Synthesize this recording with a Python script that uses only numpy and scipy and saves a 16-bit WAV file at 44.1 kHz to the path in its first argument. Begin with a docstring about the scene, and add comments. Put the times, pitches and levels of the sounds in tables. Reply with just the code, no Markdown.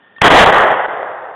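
"""A dog's collar bell tinkles, then a shotgun fires next to a small head camera in a pine wood.
The muzzle blast, an N-shaped wave with a burst of gas noise, overloads the input. Random echoes from
the trunks make a dense roar that swells and fades, band by band; low echoes and a soft hiss lie under it.
Bell and trigger tick are decaying modes. The camera samples at 8 kHz, clips, and plays at the full rate."""
import sys
import numpy as np
from scipy import signal
from scipy.fft import rfft, irfft
from scipy.io import wavfile

SR = 44100
rng = np.random.default_rng(int(sys.argv[2]) if len(sys.argv) > 2 else 0)


def unload_wav(signal):
    """Save mono or channel-first audio to the path in sys.argv[1] as 16-bit WAV at rate SR, clipped to [-1, 1]."""
    wavfile.write(
        sys.argv[1],
        SR,
        np.round(np.clip(np.atleast_2d(signal).T, -1, 1) * 32767).astype(np.int16),
    )


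def voltage_ratio(level):
    """Linear amplitude factor for a level in decibels (scalar or array-like)."""
    return 10 ** (np.asarray(level, float) / 20)


N = 59535  # samples
SHOT_S = 0.2165


def unit(x):
    """Scale to rms 1."""
    return x / np.sqrt(np.mean(x ** 2))


def band_noise(low_hz, high_hz):
    """Band-passed white noise of rms 1."""
    sos = signal.butter(2, [low_hz, high_hz], "band", fs=SR, output="sos")
    return unit(signal.sosfilt(sos, rng.standard_normal(N)))


def fade(t, start_s, t60_s):
    """Exponential decay from start_s, 60 dB per t60_s; zero before."""
    return (t >= start_s) * np.exp(-np.log(1000) * np.maximum(t - start_s, 0) / t60_s)


def ring(t, start_s, level_db, modes):
    """Decaying sine modes set ringing by one blow."""
    out = 0
    for hz, mode_db, t60_s in modes:
        sine = np.sin(2 * np.pi * hz * (t - start_s))
        out = out + voltage_ratio(level_db + mode_db) * fade(t, start_s, t60_s) * sine
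    return out


def coloured(source, table):
    """Shape a sound by the first two columns (Hz, dB); returns its spectrum and log-frequency axis."""
    rows = np.array(table, float)
    log_hz = np.log(np.arange(N // 2 + 1) * SR / N + 1)
    gain_db = np.interp(log_hz, np.log(rows[:, 0]), rows[:, 1], right=-90)
    return rfft(source) * voltage_ratio(gain_db), log_hz


HAMMER_S, HAMMER_DB, HAMMER_T60_S = 0.2128, -21, 0.05  # lock and primer, just before the blast
BLAST_DB, BLAST_T60_S, N_WAVE_S = 12.5, 0.02, 0.0008
GAS_LOW_HZ, GAS_HIGH_HZ = 905, 2200
THUMP_DB, THUMP_HZ, THUMP_T60_S = -17.5, 110, 0.04  # recoil against the cheek


def shot(t):
    """Hammer crack, N-shaped muzzle pressure wave with a burst of gas, low recoil thump."""
    hiss = band_noise(GAS_LOW_HZ, GAS_HIGH_HZ)
    crack = voltage_ratio(HAMMER_DB) * fade(t, HAMMER_S, HAMMER_T60_S) * hiss
    phase = (t - SHOT_S) / N_WAVE_S
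    n_wave = (phase >= 0) * (phase < 1) * (1 - 2 * phase)
    gas = fade(t, SHOT_S, BLAST_T60_S) * hiss
    thump = ring(t, SHOT_S, THUMP_DB, [(THUMP_HZ, 0, THUMP_T60_S)])
    return crack + voltage_ratio(BLAST_DB) * (n_wave + gas) + thump


TRUNK_ECHOES_PER_S, ECHO_SCATTER_DB = 9000, 2.0
COLOUR_AT_S = 0.8
# overall swell and fading of the trunk echoes: (time [s], level [dB])
ROAR_LEVEL = [(.216, 11), (.225, -4), (.25, 9), (.33, -2), (.38, 20.5), (.44, 0), (.53, -6.5), (.6, -7.5),
              (.67, -9.5), (.695, -11.5), (.72, -10), (.75, -14.5), (.86, -16.5), (.89, -19.5),
              (1.08, -22.5), (1.12, -24), (1.35, -29)]
# roar spectrum at COLOUR_AT_S: (frequency [Hz], relative density [dB per Hz], extra fading [dB/s])
ROAR_COLOUR = [(40.1, -43.5, 30), (70, -42.5, 28.5), (126, -24, 28), (260, -18.5, 15), (403, -6.5, 5),
               (522, -0.5, 1), (757, 0.5, 3), (1170, -3.5, 6), (1530, -5.5, 4.5), (1911, -6.5, 9.5),
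               (2390, -21.5, 16.5), (2500, -21, 10.5), (3294, -21, 30), (3900, -35, 4.5)]


def roar(t):
    """Thousands of uneven trunk echoes, random in time, sign and size; each band fades at its own pace."""
    chance = rng.random((3, N))
    size = voltage_ratio(-ECHO_SCATTER_DB * np.log(chance[1] + 1e-9))
    echoes = (chance[0] < TRUNK_ECHOES_PER_S / SR) * np.sign(chance[2] - 0.5) * size
    spectrum, log_hz = coloured(echoes, ROAR_COLOUR)
    spectrum = spectrum / np.std(irfft(spectrum, N))
    knots = np.log(np.array(ROAR_COLOUR)[:, 0])
    out = 0
    for k, (_, _, fading_db_per_s) in enumerate(ROAR_COLOUR):
        share = np.interp(log_hz, knots, np.arange(len(knots)) == k)  # overlapping bands sum to one
        out = out + irfft(spectrum * share, N) * voltage_ratio(-fading_db_per_s * (t - COLOUR_AT_S))
    time_s, level_db = np.array(ROAR_LEVEL).T
    return out * voltage_ratio(np.interp(t, time_s, level_db)) * (t > SHOT_S)


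BOOM_S, BOOM_WIDTH_S, BOOM_DB, BOOM_LOW_HZ, BOOM_HIGH_HZ = 0.368, 0.029, 4.5, 168, 750


def boom(t):
    """Low boom thrown back by the far edge of the clearing: noise under a Gaussian swell."""
    swell = np.exp(-0.5 * ((t - BOOM_S) / BOOM_WIDTH_S) ** 2)
    return voltage_ratio(BOOM_DB) * swell * band_noise(BOOM_LOW_HZ, BOOM_HIGH_HZ)


RUMBLE_DB, RUMBLE_LOW_HZ, RUMBLE_HIGH_HZ, RUMBLE_T60_S = -32, 60, 200, 2.17


def rumble(t):
    """Far, low echoes that outlast the rest of the bass: slowly decaying noise."""
    return voltage_ratio(RUMBLE_DB) * fade(t, SHOT_S, RUMBLE_T60_S) * band_noise(RUMBLE_LOW_HZ, RUMBLE_HIGH_HZ)


# strokes of the collar bell: (time [s], level [dB])
BELL_STROKES = [(.0195, -53), (.046, -55), (.1636, -35)]
# bell modes: (frequency [Hz], relative level [dB], t60 [s])
BELL_MODES = [(1818, 0, .9), (1780, -10, .7), (3620, -13, .06)]


def bell(t):
    """Dog's collar bell: every stroke rings the same modes."""
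    return sum(ring(t, stroke_s, db, BELL_MODES) for stroke_s, db in BELL_STROKES)


TICK_S, TICK_DB = 0.1838, -33
# modes of the small metal tick: (frequency [Hz], relative level [dB], t60 [s])
TICK_MODES = [(1150, 0, .025), (1450, -3, .02), (2750, -4, .02), (3250, -2, .022)]


def trigger_tick(t):
    """Small metal tick of the trigger: short, strongly damped modes."""
    return ring(t, TICK_S, TICK_DB, TICK_MODES)


AIR_DB = -51
# spectrum of the wood's hiss: (frequency [Hz], relative density [dB per Hz])
AIR_COLOUR = [(60, -18), (170, -4.5), (400, -4.5), (800, -4.5), (1200, -7.5), (1850, -2.5), (2150, -16.5),
              (3500, -10), (4000, -28.5)]


def air():
    """Soft steady hiss of the wood: coloured noise."""
    spectrum, _ = coloured(rng.standard_normal(N), AIR_COLOUR)
    return voltage_ratio(AIR_DB) * unit(irfft(spectrum, N))


MIC_LOW_HZ = 75.7


def scene():
    """All sources through the microphone's bass cut."""
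    t = np.arange(N) / SR
    mix = shot(t) + roar(t) + boom(t) + rumble(t) + bell(t) + trigger_tick(t) + air()
    bass_cut = signal.butter(4, MIC_LOW_HZ, "high", fs=SR, output="sos")
    return signal.sosfilt(bass_cut, mix)[None]


def low_pass(x):
    """Removes everything above the highest recorded frequency."""
    return signal.sosfilt(signal.butter(12, 16520, fs=SR, output="sos"), x)


INPUT_TOP, PLAY_TOP, ROLL_OFF_HZ = 0.67, 0.7, 4400  # clip levels re full scale
# brief level dips: (start [s], end [s])
DIP_SPANS = [(.2235, .2425), (.2835, .3025), (.4465, .4605), (.5065, .5225), (.8638, .883)]
# gain in each dip: (level [dB])
DIP_DB = [-11.5, -15.5, -11.5, -6.5, -10.5]


def record(dry):
    """8 kHz sampling, abrupt dips, clipping; smoothed up to full rate, where overshoot clips again."""
    low = signal.resample_poly(dry, 80, 441, axis=1)
    t = np.arange(low.shape[1]) / 8000
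    gain_db = sum(db * (t > start_s) * (t < end_s) for (start_s, end_s), db in zip(DIP_SPANS, DIP_DB))
    low = np.clip(low * voltage_ratio(gain_db), -INPUT_TOP, INPUT_TOP)
    full = signal.resample_poly(low, 441, 80, axis=1)[:, :N]
    full = signal.sosfiltfilt(signal.butter(3, ROLL_OFF_HZ, fs=SR, output="sos"), full)
    mix = np.clip(full, -PLAY_TOP, PLAY_TOP)
    return low_pass(mix)


dry = scene()
out = record(dry)
unload_wav(out)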